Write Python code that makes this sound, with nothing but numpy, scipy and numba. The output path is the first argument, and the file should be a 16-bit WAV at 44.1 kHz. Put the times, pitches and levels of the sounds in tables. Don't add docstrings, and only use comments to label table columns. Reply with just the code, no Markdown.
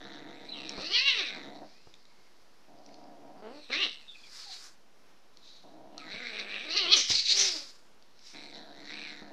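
import sys
import numpy as np
from scipy import signal
from scipy.fft import rfft, irfft, next_fast_len
from scipy.io import wavfile
from scipy.ndimage import uniform_filter1d
from numba import njit

SR = 44100
rng = np.random.default_rng(int(sys.argv[2]) if len(sys.argv) > 2 else 0)


def bounce(signal):
    frames = np.transpose(np.atleast_2d(signal))
    limited = np.clip(frames, -1, 1)
    pcm = np.round(limited * 32767).astype(np.int16)
    wavfile.write(sys.argv[1], SR, pcm)


def ratio(d):
    e = np.asarray(d, float) / 20
    return 10 ** e


N = 411012

SHUT_BELOW_DB = -58
WANDER_DB = 2.5


def pitch():
    # (time [s], rate [pulses/s])
    yowls = [
        [(.8, 260), (.91, 380), (.94, 465), (1.0, 510), (1.07, 565), (1.13, 500), (1.19, 410), (1.24, 280),
         (1.3, 200)],
        [(3.43, 215), (3.48, 220), (3.55, 295), (3.62, 298)],
        [(3.69, 230), (3.75, 285), (3.8, 395), (3.82, 395), (3.87, 215)],
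        [(6.13, 200), (6.22, 250), (6.3, 215), (6.4, 195), (6.58, 190)],
        [(6.65, 290), (6.73, 335), (6.775, 430), (6.86, 330), (6.9, 365), (6.935, 440), (6.98, 260)],
        [(7.27, 390), (7.4, 400), (7.47, 385), (7.51, 345), (7.58, 293), (7.66, 265)],
    ]
    growl_hz = 143.1
    settle_s = .08
    rows = [(0, growl_hz), (yowls[0][0][0] - settle_s, growl_hz)]
    for yowl, after in zip(yowls, [*yowls[1:], [[N / SR]]]):
        rows += yowl
        end, next_start = yowl[-1][0], after[0][0]
        if next_start - end > 2 * settle_s:
            rows += [(end + settle_s, growl_hz), (next_start - settle_s, growl_hz)]
    return in_time(rows)[0]


def breath():
    # (start [s], end [s])
    breaths = [
        (-.02, 1.65),
        (2.685, 3.41),
        (3.425, 3.59),
        (3.7, 3.865),
        (5.64, 6.58),
        (6.6, 6.985),
        (7.3, 7.36),
        (7.37, 7.62),
        (8.338, 9.4),
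    ]
    # (at start [dB], at end [dB])
    breath_db = [(-51, -50), (-57.5, -55), (-48, -53.5), (-47, -49), (-57, -50.5), (-53, -42.5),
                 (-48.5, -47.5), (-45, -54), (-56, -53)]
    return np.max([held(*span, *db) for span, db in zip(breaths, breath_db)], axis=0)


def effort():
    # (peak [s], level [dB], rise [s per 20 dB], fall [s per 20 dB], upper resonance above low [dB])
    surges = [(0, -55, .1, 1.67, 1.5), (.55, -50, 0.051, 0.8, 3), (.87, -44, 0.14, 0.06, 9.5),
              (.956, -25.5, 0.056, 0.1756, -1.5), (1.08, -23.5, 0.058, 0.1079, -4),
              (1.2, -36, 0.17, 0.25, 2), (3.45, -63, 0.034, 0.2, -9.5), (3.58, -65, 0.23, 0.72, 8),
              (3.728, -32.5, 0.028, 0.2159, 1), (3.83, -27.5, 0.071, 0.0558, -4),
              (3.93, -65.5, 0.13, .15, -5.5), (5.99, -54.5, .01, -0.3, 3), (6.14, -44.5, 0.15, -0.7, -2.5),
              (6.27, -41, .12, 0.08, -6), (6.4, -40, 0.16, 0.05, 0), (6.55, -38, 0.15, 0.23, -5),
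              (6.705, -43, 0.058, 0.45, 7.5), (6.78, -32, 0.08, .25, 1), (6.89, -33.5, 0.089, 0.37, -10),
              (6.936, -19, 0.037, 0.0235, 6.5), (8.345, -52, .015, 0.33, 2.5), (8.55, -61.5, 0.43, .5, 6.5),
              (8.9, -47.5, 0.052, .5, -2), (9.06, -46.5, 0.37, .2, 1.5)]
    return swells(surges)


def folds(rate, effort_db):
    # (time [s], level [dB])
    alternation = [(7.25, 3), (7.33, 14), (7.46, 10.5), (7.49, -0.5)]
    alternate_db, = in_time(alternation)
    growl_uneven, yowl_uneven, leak_uneven = .038, .013, .08
    growl_air = .45
    taut = np.clip(1 + (rate - 240) / 50, 0, 1)
    leak = np.clip(.024 * (-20 - effort_db), .05, .85)
    taut_uneven = yowl_uneven + leak_uneven * leak ** 2 * (effort_db > SHUT_BELOW_DB)
    uneven = growl_uneven + taut * (taut_uneven - growl_uneven)
    air = growl_air + taut * (leak - growl_air)

    rate = rate * (1 + .045 * (1 - taut) * drift(3))
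    slack = np.clip((225 - rate) / 85, 0, 1)
    flutter_hz = 59.25 * (1 + 0.038 * drift(6))
    swing = np.sin(2 * np.pi * np.cumsum(flutter_hz) / SR)
    turns = np.cumsum(rate * (1 + .4 * slack * swing + uneven * drift(90))) / SR

    at = np.flatnonzero(np.diff(np.floor(turns)) > 0)
    late = (np.floor(turns[at + 1]) - turns[at]) / (turns[at + 1] - turns[at])
    chance_db = uneven[at] * 51 * rng.standard_normal(N)[at]
    size = ratio(chance_db + alternate_db[at] * (np.arange(len(at)) % 2))
    pulses = np.zeros(N + 1)
    pulses[at] += size * (1 - late)
    pulses[at + 1] += size * late
    pulses = pulses[:N]

    puff = signal.lfilter([1], [1, -np.exp(-1 / (.002 * SR))], pulses)
    noise = rng.standard_normal(N) * (evened(puff) + .2)
    return evened(pulses), noise, air, slack


def throat(pulses, noise, slack, rate, breath_db, effort_db):
    # (centre [Hz], width [Hz], level [dB])
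    modes = [(131.2, 22.6, -9), (211, 25, -1), (285.3, 48, 4.5), (463, 46.7, -2), (912, 52, -6.5)]
    thinning_db = .06 * np.maximum(rate - 420, 0)
    jaw_db = -5.5 + 0.49 * (effort_db + 43) + 2.5 * np.minimum(effort_db - SHUT_BELOW_DB, 0)
    jaw_db = np.maximum(jaw_db, -27) + thinning_db
    level_db = breath_db - thinning_db + WANDER_DB * drift(14)

    source = pulses + .09 * noise
    growl = sum(ratio(db) * formant(source, hz, width) for hz, width, db in modes)
    nose_db = -1.5 - 0.47 * np.clip(jaw_db + 22.5, -22, 10)
    growl = growl + ratio(nose_db) * formant(source, 652, 180)
    yowl = formant(source + 0.27 * noise, 310, 420)
    low = slack * evened(growl) + (1 - slack) * evened(yowl)
    third = formant(pulses + 0.25 * noise, 1143, 310)
    return ratio(level_db) * (evened(low) + ratio(jaw_db) * evened(third))


def mouth(pulses, noise, air, level_db, upper_db):
    # (time [s], low resonance [Hz], upper resonance [Hz])
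    jaw = [
        [(0.0, 1840, 3760), (0.432, 1980, 3830), (0.532, 2830, 3900), (0.77, 2150, 3940), (0.906, 2875, 4500),
         (1.158, 2670, 3780), (1.492, 1850, 3860), (1.62, 1910, 4100)],
        [(3.4, 2750, 4680), (3.666, 2460, 3900), (3.84, 2783, 3790), (4.06, 2530, 3980)],
        [(5.96, 2900, 4170), (6.034, 2050, 3990), (6.634, 2450, 3820), (6.736, 2658, 4300), (7.0, 3010, 4110)],
        [(8.32, 2314, 3975), (8.722, 1780, 3962), (9.024, 2450, 4020), (9.2, 1832, 4020), (9.32, 1796, 4200)],
    ]
    low_hz, upper_hz = in_time(np.vstack(jaw))
    wander = 0.05
    low_hz = low_hz * (1 + wander * drift(9))
    upper_hz = upper_hz * (1 + wander / 3 * drift(9))
    upper_db = upper_db + WANDER_DB * drift(12)

    source = np.sqrt(1 - air) * pulses + np.sqrt(air) * noise
    breathy = source + .3 * noise
    upper = formant(breathy, upper_hz, 673) - ratio(-17) * formant(breathy, 5650, 800)
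    over_db = np.clip(level_db + upper_db + 56, 0, 40)
    edge_db = -19 - .8 * over_db
    upper = upper + ratio(edge_db) * formant(breathy, np.minimum(3.6 * low_hz, 8100), 800)
    lower = formant(source, low_hz, 400) + .4 * formant(source, .8 * low_hz, 450)
    bright = evened(lower, .02) - ratio(upper_db) * evened(upper, 0.014)
    band = signal.butter(6, [1300, 8800], "band", fs=SR, output="sos")
    return signal.sosfilt(band, ratio(level_db) * bright)


def hiss():
    # (peak [s], level [dB], rise [s per 20 dB], fall [s per 20 dB], resonance [Hz])
    puffs = [(1.7, -63.5, .15, -0.6, 4900), (2.05, -72, .5, -1, 4570), (2.93, -65.5, 0.28, 0.3, 4850),
             (4.4, -50, 0.23, 0.22, 5570), (4.52, -45, 0.34, 0.16, 4150), (4.68, -53.5, 0.47, 0.04, 5700),
             (5.48, -54.5, .13, 0.28, 3870), (6.978, -23.5, 0.037, 0.1125, 5850),
             (7.105, -25.5, .03, 0.14, 5800), (7.158, -24, 0.091, 0.1139, 4144),
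             (7.3, -24, 0.074, 0.1426, 4130), (7.4, -22.5, 0.073, 0.137, 5930),
             (7.48, -30, .2, 0.177, 4900), (8.27, -52.5, 0.094, 0.2, 5400)]
    # (peak [s], level [dB], rise [s per 20 dB], fall [s per 20 dB])
    gapes = [
        (1.8, -81, .3, -2),
        (4.36, -59, 0.13, 0.35),
        (4.67, -59, 0.67, -0.08),
        (6.97, -48, 0.033, 0.06),
        (7.1, -50.5, 0.044, 0.14),
        (7.39, -46, 0.088, 0.31),
        (8.27, -67.5, .08, 0.37),
    ]
    # (frequency [Hz], density [dB per Hz])
    air_spectrum = [(530, -58.5), (900, -47.5), (2100, -10.5), (3110, -10), (3900, -1.5), (6200, -7),
                    (8500, -29), (11000, -52.5), (18700, -120)]
    # (frequency [Hz], density [dB per Hz])
    top_spectrum = [(4120, -21.5), (7000, -5.5), (7480, -9), (15500, -32)]
    level_db, centre_hz = swells(puffs)
    gape_db, = swells(gapes)
    air = coloured(air_spectrum)
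    body = evened(air + 1.3 * formant(air, centre_hz, 1200))
    lows = rms_one(formant(rng.standard_normal(N), 1320, 860))
    wide = coloured(top_spectrum) + 0.79 * lows
    lumps = ratio(1.62 * drift(25))
    return lumps * (ratio(level_db) * body + ratio(gape_db) * wide)


def whistles():
    # (start [s], end [s], pitch at start [Hz], pitch at end [Hz], level [dB])
    glides = [
        (.493, .55, 4100, 3850, -41),
        (.535, .6, 3400, 2750, -50),
        (1.67, 1.87, 2160, 2840, -73),
        (2.1, 2.32, 2200, 2130, -75),
        (4.085, 4.13, 3650, 3500, -54),
        (4.15, 4.19, 2600, 2400, -58),
        (4.2, 4.27, 3400, 3300, -62),
        (4.24, 4.28, 2500, 2200, -61),
        (4.47, 4.53, 810, 730, -54),
        (5.98, 6.02, 1300, 1285, -51),
    ]
    out, white = np.zeros(N), rng.standard_normal(N)
    shaky_db = 4.9 * drift(25)
    for start, end, first_hz, last_hz, db in glides:
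        near = slice(int((start - .1) * SR), int((end + .15) * SR))
        hz = in_time([(start, first_hz), (end, last_hz)])[0][near]
        level_db = held(start, end, db, db - 4.0) + shaky_db
        out[near] += ratio(level_db)[near] * evened(formant(white[near], hz, first_hz * .04))
    return out


def knocks():
    # (time [s], peak [dB], ring [Hz])
    ticks = [(0.6934, -24.5, 5470), (0.82, -29, 4430), (1.9399, -40, 3600), (2.0534, -47.5, 3880),
             (2.7876, -52, 4990), (2.8623, -41.5, 5686), (2.8898, -48.5, 2140), (2.9426, -41.5, 4280),
             (3.04, -50, 4950), (5.3717, -40, 4300), (5.9797, -28, 4250), (8.0247, -47.5, 4637),
             (8.1922, -44.5, 5200)]
    # (time [s], peak [dB], push [Hz], decay by 60 dB [s])
    thumps = [
        (0.78, -36, 190, 0.08),
        (1.871, -48, 107, 0.032),
        (3.768, -50, 380, 0.085),
        (6.138, -47, 185, 0.1),
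        (6.9, -46.5, 394, 0.091),
        (7.101, -35.5, 126.8, 0.068),
        (7.138, -46, 72.8, 0.1),
        (9.219, -42, 200, 0.063),
    ]
    out, t = np.zeros(N), np.arange(int(.25 * SR)) / SR
    tick_band = signal.butter(4, [2000, 6400], "band", fs=SR, output="sos")
    for s, db, hz in ticks:
        scrape = rng.standard_normal(len(t)) * ratio(-60 * t / 0.011)
        ring = np.sin(2 * np.pi * hz * t) * ratio(-60 * t / 0.01)
        snap = signal.sosfilt(tick_band, scrape + ring)
        out[round(s * SR):][:len(t)] += ratio(db) * snap / np.abs(snap).max()
    dull = signal.butter(3, 900, fs=SR, output="sos")
    for s, db, hz, t60 in thumps:
        puff = rms_one(signal.sosfilt(dull, rng.standard_normal(len(t))))
        push = np.sin(2 * np.pi * hz * t) + 0.22 * np.sin(2 * np.pi * hz * 0.21 * t) + 0.96 * puff
        shape = (1 - np.exp(-t / 0.0006)) * ratio(-60 * t / t60)
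        out[round(s * SR):][:len(t)] += (ratio(db) * push * shape)[:N - round(s * SR)]
    return out


def room(x):
    t60_s, cut_hz = .3, 5000
    size = next_fast_len(N + SR)
    w = 2 * np.pi * np.fft.rfftfreq(size, 1 / SR)
    dull = 1 / (1 + 1j * w / (2 * np.pi * cut_hz))
    answer = 0
    for k, lag in enumerate(rng.uniform(.007, .03, 10)):
        loop = ratio(-60 * lag / t60_s) * dull * np.exp(-1j * w * lag)
        answer = answer + (-1) ** k * loop / (1 - loop)
    return irfft(rfft(x, size) * answer, size)[:N]


def quiet_floor():
    # (frequency [Hz], density [dB per Hz])
    floor_spectrum = [(20, 0), (35, -5.5), (60, -6), (120, -7.5), (200, 0), (400, -0.5), (1000, -3.5),
                      (2000, -9), (4000, -11.5), (5500, -11), (8000, -23.5), (12000, -24), (15700, -35.5)]
    return ratio(-64.5 + 0.75 * drift(3.4)) * coloured(floor_spectrum)


def rms_one(x):
    return x / np.sqrt(np.mean(x ** 2) + 1e-20)


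def in_time(rows):
    s, *columns = np.transpose(rows)
    return [np.interp(np.arange(N) / SR, s, c) for c in columns]


def drift(rate_hz):
    r = np.exp(-2 * np.pi * rate_hz / SR)
    return rms_one(signal.lfilter([1], [1, -2 * r, r * r], rng.standard_normal(N + SR))[SR:])


@njit
def resonate(x, turn, width, sr):
    y = np.zeros(len(x))
    r = np.exp(-np.pi * width / sr)
    for i in range(2, len(x)):
        y[i] = (1 - r * r) / 2 * (x[i] - x[i - 2]) + r * turn[i] * y[i - 1] - r * r * y[i - 2]
    return y


def formant(x, hz, width_hz):
    turn = 2 * np.cos(2 * np.pi * (np.zeros(len(x)) + hz) / SR)
    once = resonate(x, turn, width_hz, SR)
    return resonate(once, turn, width_hz * 1.7, SR)


def evened(x, span_s=0.028):
    size = int(span_s * SR)
    power = uniform_filter1d(uniform_filter1d(x ** 2, size), size)
    return x / np.sqrt(power + 1e-14)


def coloured(spectrum):
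    size = next_fast_len(N)
    hz, points = np.fft.rfftfreq(size, 1 / SR) + 1, np.array(spectrum)
    shape = ratio(np.interp(np.log(hz), np.log(points[:, 0]), points[:, 1], -90, -90))
    return rms_one(irfft(rfft(rng.standard_normal(size)) * shape, size)[:N])


def held(start, end, first_db, last_db):
    attack_s, release_s = .012, .045
    s = [start - 2 * attack_s, start - attack_s, start, end, end + release_s, end + 2 * release_s]
    return np.interp(np.arange(N) / SR, s, [-120, first_db - 30, first_db, last_db, last_db - 30, -120])


def swells(rows):
    t = np.arange(0, N + 64, 64) / SR
    s, db, rise, fall, *columns = np.transpose(rows)[:, :, None]
    away = np.maximum((s - t) / np.abs(rise), (t - s) / np.abs(fall))
    power = ratio(db - 20 * away ** 1.14) ** 2 + 1e-14
    total = power.sum(axis=0)
    averages = [(power * c).sum(axis=0) / total for c in columns]
    return in_time(np.transpose([t, 10 * np.log10(total), *averages]))


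def scene():
    rate, breath_db = pitch(), breath()
    effort_db, upper_db = effort()
    pulses, noise, air, slack = folds(rate, effort_db)
    voice = throat(pulses, noise, slack, rate, breath_db, effort_db)
    voice = voice + mouth(pulses, noise, air, effort_db, upper_db)
    near = voice + hiss() + whistles() + knocks()
    return (near + ratio(-16) * room(near) + quiet_floor())[None, :]


def top_cut(x):
    return signal.sosfilt(signal.butter(12, 15670, fs=SR, output="sos"), x)


def record(dry):
    mix = dry + .0025
    return top_cut(mix)


dry = scene()
out = record(dry)
bounce(out)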